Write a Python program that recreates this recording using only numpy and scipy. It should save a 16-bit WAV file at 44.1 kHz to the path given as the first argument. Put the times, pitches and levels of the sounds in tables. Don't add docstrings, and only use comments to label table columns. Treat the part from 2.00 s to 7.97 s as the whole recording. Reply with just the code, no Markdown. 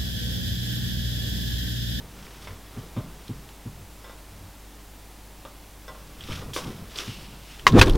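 import sys
import numpy as np
from scipy import signal
from scipy.fft import rfft, irfft, next_fast_len
from scipy.io import wavfile
from scipy.ndimage import map_coordinates

SR = 44100
rng = np.random.default_rng(int(sys.argv[2]) if len(sys.argv) > 2 else 0)


def store_wav(level_fs):
    pcm = np.round(np.clip(np.atleast_2d(level_fs), -1, 1) * 32767)
    wavfile.write(sys.argv[1], SR, pcm.T.astype(np.int16))


N = 263277
TIME = np.arange(N) / SR
AGE = TIME[:SR // 2]

# start_s, ring_db, clatter_db, clatter_t60_s, crack_db
DOOR_BLOWS = [(5.6674, -3, -14.5, 0.095, 0.5), (5.8135, -9, -6.5, 0.074, -7)]
STRIKE_S, SEAT_S = DOOR_BLOWS[0][0], 5.796
# frequency_hz, level_db
CABINET_RUMBLE = [(30, 4), (68, 1), (90, -2), (118, 4), (150, 5.5), (200, 2.5), (300, -10), (500, -16),
                  (1500, -43)]
# frequency_hz, level_db
CONTENTS_RATTLE = [(60, -22), (150, -10.5), (260, -1), (400, -1), (600, -14.5), (1100, -16.5), (2000, -32),
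                   (5000, -58)]
# frequency_hz, level_db
DULL_RUB = [(150, -13), (400, 6), (700, -4), (1200, 0), (1800, -12), (4000, -24)]
# frequency_hz, level_db
BRIGHT_RUSTLE = [(700, -39), (1300, -3), (1800, -6), (2600, -3.5), (3500, -1.5), (4300, -8.5), (5400, -5),
                 (7500, -16.5), (11000, -18), (15000, -28)]


def door_blows():
    # pitch_hz, level_db, t60_s
    shelf_modes = [(990, -1, 0.071), (1134, 14, 0.015), (1076, -14, 0.21), (1900, 0.5, 0.048),
                   (2100, 2, 0.034), (2789, -10, 0.062), (3040, -2.5, 0.031), (3830, -8, 0.045),
                   (4600, -18, 0.066)]
    # pitch_hz, level_db, t60_s
    frame_modes = [(520, 0, 0.1), (790, -5, 0.062), (1098, -3, 0.12), (1453, 2.5, 0.07), (1613, 0, 0.11),
                   (2380, 2, 0.031), (2576, 13.5, 0.023), (3180, -1, 0.037), (3750, -5, 0.033),
                   (4750, 3, 0.038)]
    # frequency_hz, level_db
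    crack_colour = [(200, -24), (700, 4), (1100, 10), (1500, 0), (2000, 8), (3300, -4), (5000, -26),
                    (9000, -30), (15000, -42)]
    # frequency_hz, level_db
    clatter_colour = [(100, -23), (400, 2.5), (700, -7), (1050, 5), (1500, -0.5), (2500, -1), (3500, -0.5),
                      (4400, -5.5), (6200, -11.5), (8000, -19.5), (15000, -25.5)]
    out = np.zeros(N)
    for (s, ring_db, clatter_db, t60, crack_db), modes in zip(DOOR_BLOWS, (shelf_modes, frame_modes)):
        crack = amp(crack_db) * burst(crack_colour, t60=0.0098)
        ringing = amp(ring_db) * ring(modes)
        clatter = amp(clatter_db) * burst(clatter_colour, t60)
        add(out, s, crack + ringing + clatter)
    return out


def seal(build_s=0.0058, push_db=-1, rock_hz=27.2, rock_db=-18):
    since_seat = TIME - SEAT_S
    out = -amp(push_db) * np.tanh(since_seat / 0.0023) * np.exp(-np.abs(since_seat) / build_s)
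    add(out, SEAT_S, -amp(rock_db) * decay(t60=0.5) * np.sin(2 * np.pi * rock_hz * AGE))
    return out


def air_squeeze(seat_hz=837, lowest_hz=93.75, octave_s=0.026, lead_s=0.052):
    pitch = np.maximum(seat_hz * 2 ** (np.minimum(TIME - SEAT_S, 0) / octave_s), lowest_hz)
    # pitch_ratio, level_db
    colour = [(.15, -11.5), (.5, -3), (1, -7), (1.5, -7), (3, -17.5), (8, -25.5), (22, -37), (60, -53)]
    half_octave = [(.7, -80), (.85, 0), (1.18, 0), (1.42, -80)]
    bands = np.geomspace(50, 12800, 17)
    gains = np.array([amp(along(colour, hz / pitch)) for hz in bands])
    rush = sum(gain * noise(half_octave, N, hz) for gain, hz in zip(gains, bands)) / power_sum(gains)
    flow = amp(-12.5) * arch(SEAT_S - lead_s, rise_s=0.064, fall_s=0.012, hold_s=0.94 * lead_s)
    lip_hz = pitch * np.exp(0.1206 * wobble(200))
    lip = np.sin(2 * np.pi * np.cumsum(lip_hz) / SR)
    flutter = amp(-6.5) * arch(SEAT_S - 0.037, rise_s=0.06, fall_s=0.043)
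    return (flow * rush + flutter * lip) * (TIME > STRIKE_S)


def seal_hiss(seat_db=-17, rebound_db=-23, rebound_s=0.033, rise_s=0.017, fall_s=0.015):
    seating = amp(seat_db) * arch(SEAT_S, rise_s, fall_s)
    rebound = amp(rebound_db) * arch(SEAT_S + rebound_s, rise_s, fall_s)
    return (seating + rebound) * noise(BRIGHT_RUSTLE)


def jolts(rise_s=0.063, chatter_db=-18):
    # peak_s, shudder_db, rattle_db
    shakes = [(5.70, -23, -32.5), (5.82, -9.5, -20), (5.879, -21, -19), (5.91, -15.5, -38),
              (5.957, -16, -26.5)]
    # frequency_hz, level_db
    shudder_colour = [(15, -4), (28, 7), (50, -8.5), (75, 1), (120, -6.5), (200, -18), (600, -74)]
    shudder = power_sum([amp(db) * arch(s, rise_s, fall_s=0.066) for s, db, _ in shakes])
    rattle = power_sum([amp(db) * arch(s, rise_s, fall_s=0.062) for s, _, db in shakes])
    chatter = amp(chatter_db + 4.5 * wobble(220)) * noise(BRIGHT_RUSTLE)
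    return shudder * noise(shudder_colour) + rattle * (noise(CONTENTS_RATTLE) + chatter)


def door_swing():
    # peak_s, level_db, rise_s, fall_s
    swings = [(5.10, -44.5, 0.25, 0.46), (5.52, -53.5, 0.16, 0.32)]
    # frequency_hz, level_db
    scrape_colour = [(1500, -17), (2400, -4.5), (2900, 0.5), (3350, -5), (3900, -6), (5300, -8.5),
                     (6400, -14), (8000, -17), (13000, -23), (16000, -25)]
    motion = sum(amp(db) * arch(s, rise, fall) for s, db, rise, fall in swings)
    return motion * amp(0.86 * wobble(90)) * noise(scrape_colour)


def thumps(after_db=-16, lag_s=0.075):
    # start_s, level_db, contact_db
    pushes = [(0.765, -31, -48), (0.963, -24.5, -37), (1.290, -28.5, -42.5), (1.652, -31, -48),
              (4.652, -32, -35), (5.072, -30.5, -49)]
    # pitch_hz, level_db, length_s
    panels = [(119.5, 2.5, 0.046), (153, -1, 0.02), (235.5, -2.5, 0.035), (329, -15, 0.031),
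              (400, -18.5, 0.044)]
    after = sum(amp(db + after_db) * arch(s + lag_s, rise_s=0.08, fall_s=0.2) for s, db, _ in pushes)
    out = after * noise(CABINET_RUMBLE)
    flex = sum(amp(db) * panel_swell(hz, length_s) for hz, db, length_s in panels)
    for s, db, contact_db in pushes:
        add(out, s, amp(db) * flex + amp(contact_db) * burst(CONTENTS_RATTLE, t60=0.25))
    return out


def panel_swell(hz, length_s):
    return np.sin(np.pi * np.minimum(AGE / length_s, 1)) ** 1.56 * np.cos(2 * np.pi * hz * AGE)


def knocks(contact_db=1, trim_db=-4):
    # start_s, level_db, t60_s, thud_db, ring_db
    hits = [(.472, -37, 0.078, 3, -4), (0.505, -48, 0.073, -4, -14), (0.965, -36, 0.24, -25, -11),
            (2.043, -43, 0.22, -11, 3), (2.095, -47, 0.26, -8, 5), (3.451, -35, 0.092, -5, -16),
            (3.880, -41, 0.38, -23, 6), (3.948, -47, 0.23, -21, -4), (4.286, -35.5, 0.12, 7, -9),
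            (4.307, -34.5, 0.096, 4.5, -14), (4.5627, -21.5, 0.093, -14, -29), (4.704, -38, 0.044, 8, -10)]
    # frequency_hz, level_db
    tap_colour = [(100, -39), (300, -5), (420, -6), (520, 0), (650, -1), (850, -7.5), (1200, -3),
                  (1800, -18.5), (3500, -14), (7000, -53), (15000, -34)]
    # pitch_hz, level_db, t60_s
    container_modes = [(519, -9, 0.22), (1062, 0, .25), (1416, 2, 0.19), (1586, -5, 0.24), (1983, -3, 0.2),
                       (3520, -4, 0.14), (5280, -5, 0.12)]
    out = np.zeros(N)
    contact = 1 + amp(contact_db) * decay(0.012)
    for s, db, t60, thud_db, ring_db in hits:
        tap = contact * burst(tap_colour, t60)
        thud = amp(thud_db) * burst(CABINET_RUMBLE, t60)
        ringing = amp(ring_db) * ring(container_modes)
        add(out, s, amp(db + trim_db) * (tap + thud + ringing))
    return out


def ticks(contact_db=3, trim_db=-5):
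    # start_s, level_db, t60_s, pitch_hz
    snaps = [(.267, -40, 0.038, 2160), (0.473, -36.5, 0.062, 2200), (.507, -41, .05, 2000),
             (0.973, -46, .05, 2700), (1.2805, -38.5, 0.035, 3800), (1.49, -41.5, 0.049, 3000),
             (3.88, -44.5, 0.088, 5300), (4.208, -35, 0.045, 3200), (4.238, -37, 0.043, 3630),
             (4.32, -30, 0.077, 2750), (4.534, -33, 0.06, 2980), (4.958, -27.5, 0.036, 3870),
             (4.974, -32, 0.14, 5840), (4.987, -21, 0.022, 3320), (5.5946, -32, 0.035, 2850),
             (5.677, -19, 0.064, 5800), (5.722, -31.5, 0.066, 4000), (5.795, -5, 0.02, 3170),
             (5.87, -28, 0.12, 3450), (5.8963, -23, .03, 3640), (5.898, -29, .01, 10600),
             (5.934, -33.5, .025, 4300)]
    # pitch_ratio, level_db
    snap_colour = [(.1, -28), (.5, -4), (.8, 0), (1, 8), (1.25, -1), (1.7, -15.5), (2.4, -12), (5, -35)]
    out = np.zeros(N)
    contact = 1 + amp(contact_db) * decay(0.004)
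    for s, db, t60, hz in snaps:
        add(out, s, amp(db + trim_db) * contact * burst(snap_colour, t60, hz))
    return out


def slide(start_s=4.535, hold_s=0.044, level_db=-37, t60=0.14):
    # frequency_hz, level_db
    scuff_colour = [(1500, -22), (3000, -1.5), (4400, -3.5), (6000, -1), (7500, -8), (10000, -11.5),
                    (15500, -18)]
    out = np.zeros(N)
    held = np.minimum(np.exp(-np.log(1000) * (AGE - hold_s) / t60), 1)
    add(out, start_s, amp(level_db) * held * noise(scuff_colour, len(AGE)))
    return out


def sleeve_strokes():
    # peak_s, rustle_db, rub_db, rise_s, fall_s
    strokes = [(0.26, -54, -51, .45, .25), (0.45, -52, -50.5, 0.5, 0.29), (0.83, -54.5, -46.5, 0.53, 0.28),
               (1.2, -60, -52.5, 1, 1.4), (2.1, -59, -55, 0.22, 0.24), (4.0, -59.5, -50.5, 0.16, 0.31),
               (4.35, -40.5, -52, 0.21, 0.15), (4.565, -39.5, -45, 0.042, .28),
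               (4.995, -38, -39.5, .11, 0.24), (5.53, -50, -57, .22, 0.24)]
    rustle_level = power_sum([amp(db) * arch(s, rise, fall) for s, db, _, rise, fall in strokes])
    rub_level = power_sum([amp(db) * arch(s, rise, fall) for s, _, db, rise, fall in strokes])
    rustle = rustle_level * amp(2.0 * wobble(140)) * noise(BRIGHT_RUSTLE)
    rub = rub_level * amp(-4.5 + 2.7 * wobble(60)) * noise(DULL_RUB)
    return rustle + rub


def weight_shifts(sway_hz=91, rub_db=-10.5):
    # peak_s, rumble_db, sway_db, rise_and_fall_s
    leans = [(0.03, -44, -48, 0.15), (0.22, -46, -56, 0.25), (0.515, -44, -36, 0.18),
             (1.82, -50.5, -41, 0.18), (2.34, -51.5, -44, 0.13), (2.45, -49, -40, 0.16),
             (4.07, -52, -57, 0.16), (4.35, -40.5, -35, 0.3), (4.47, -38, -42, 0.24),
             (4.68, -36, -47, 0.16), (4.82, -41.5, -39, 0.15), (5.26, -46.5, -59, 0.54)]
    load = power_sum([amp(db) * arch(s, width, width) for s, db, _, width in leans])
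    sway = sum(amp(db) * arch(s, width, width) ** 2 for s, _, db, width in leans)
    rumble = amp(0.68 * wobble(30)) * noise(CABINET_RUMBLE)
    rub = amp(rub_db + 3.4 * wobble(60)) * noise(DULL_RUB)
    return load * (rumble + rub) + sway * np.sin(2 * np.pi * (sway_hz * TIME + rng.random()))


def kitchen(x):
    # frequency_hz, t60_s
    decay_times = [(100, 0.29), (1000, 0.33), (4000, 0.06), (12000, 0.23)]
    hz, t, spectrum = signal.stft(rng.standard_normal(SR // 2), SR, nperseg=256)
    fade = np.exp(-np.log(1000) * t / along(decay_times, hz)[:, None])
    tail = signal.istft(spectrum * fade, SR, nperseg=256)[1]
    return signal.fftconvolve(x, tail / np.linalg.norm(tail))[:N]


def motor_hum():
    # pitch_hz, level_db
    harmonics = [(50, -48.5), (100, -62), (200, -66), (300, -65)]
    hum = sum(amp(db) * np.sin(2 * np.pi * (hz * TIME + rng.random())) for hz, db in harmonics)
    return np.sqrt(2) * hum * amp(0.18 * wobble(2.3))


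def room_tone():
    # frequency_hz, level_db
    floor_colour = [(20, 21), (70, 17), (150, 16), (300, 13.5), (550, 10), (900, 10.5), (1300, 5.5),
                    (3000, 3), (6000, 0), (10000, -1.5), (15500, -2.5)]
    return amp(-48.5) * noise(floor_colour)


def amp(db):
    return 10 ** (np.asarray(db) / 20)


def power_sum(levels):
    return np.linalg.norm(levels, axis=0)


def along(points, hz):
    frequencies, values = np.transpose(points)
    return np.interp(np.log(hz + 1e-6), np.log(frequencies), values)


def wobble(rate):
    return map_coordinates(rng.standard_normal(int(N * rate / SR) + 4), [TIME * rate])


def filtered(x, response):
    size = x.shape[-1]
    padded = next_fast_len(size + SR // 5)
    return irfft(rfft(x, padded) * response(np.fft.rfftfreq(padded, 1 / SR)), padded)[..., :size]


def noise(colour, size=N, pitch_hz=1):
    x = filtered(rng.standard_normal(size), lambda hz: amp(along(colour, hz / pitch_hz)))
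    return x / np.sqrt(np.mean(x ** 2) + 1e-20)


def decay(t60):
    return np.exp(-np.log(1000) * AGE / t60)


def arch(peak_s, rise_s, fall_s, hold_s=0):
    since_peak = TIME - peak_s
    return 10 ** np.minimum(np.minimum(since_peak / rise_s, (hold_s - since_peak) / fall_s), 0)


def burst(colour, t60, pitch_hz=1):
    return noise(colour, len(AGE), pitch_hz) * decay(t60) * (1 - np.exp(-AGE / 0.00016))


def ring(modes):
    return sum((-1) ** k * amp(db + rng.normal(0, 1)) * decay(t60) * np.sin(2 * np.pi * hz * AGE)
               for k, (hz, db, t60) in enumerate(modes)) / 2


def add(track, start_s, sound):
    part = track[round(start_s * SR):][:len(sound)]
    part += sound[:len(part)]


def scene():
    taps = knocks() + ticks() + slide()
    thuds = thumps()
    door_open = TIME < STRIKE_S
    room = kitchen((amp(-5) * taps + amp(-12.5) * thuds) * door_open)
    door = door_swing() + door_blows() + air_squeeze() + seal() + seal_hiss() + jolts()
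    leaning = sleeve_strokes() + weight_shifts()
    mid = door + taps + thuds + leaning + room + motor_hum() + room_tone()
    side_hiss = amp(-64) * noise([(40, -46), (150, -1), (3000, -11), (8000, -4.5), (15000, -5.5)])
    return np.array([mid + side_hiss, mid - side_hiss])


def record(dry, top_hz=15950):
    clipped = dry / (1 + np.abs(dry) ** 6) ** (1 / 6)
    return filtered(clipped, lambda hz: hz < top_hz)


dry = scene()
out = record(dry)
store_wav(out)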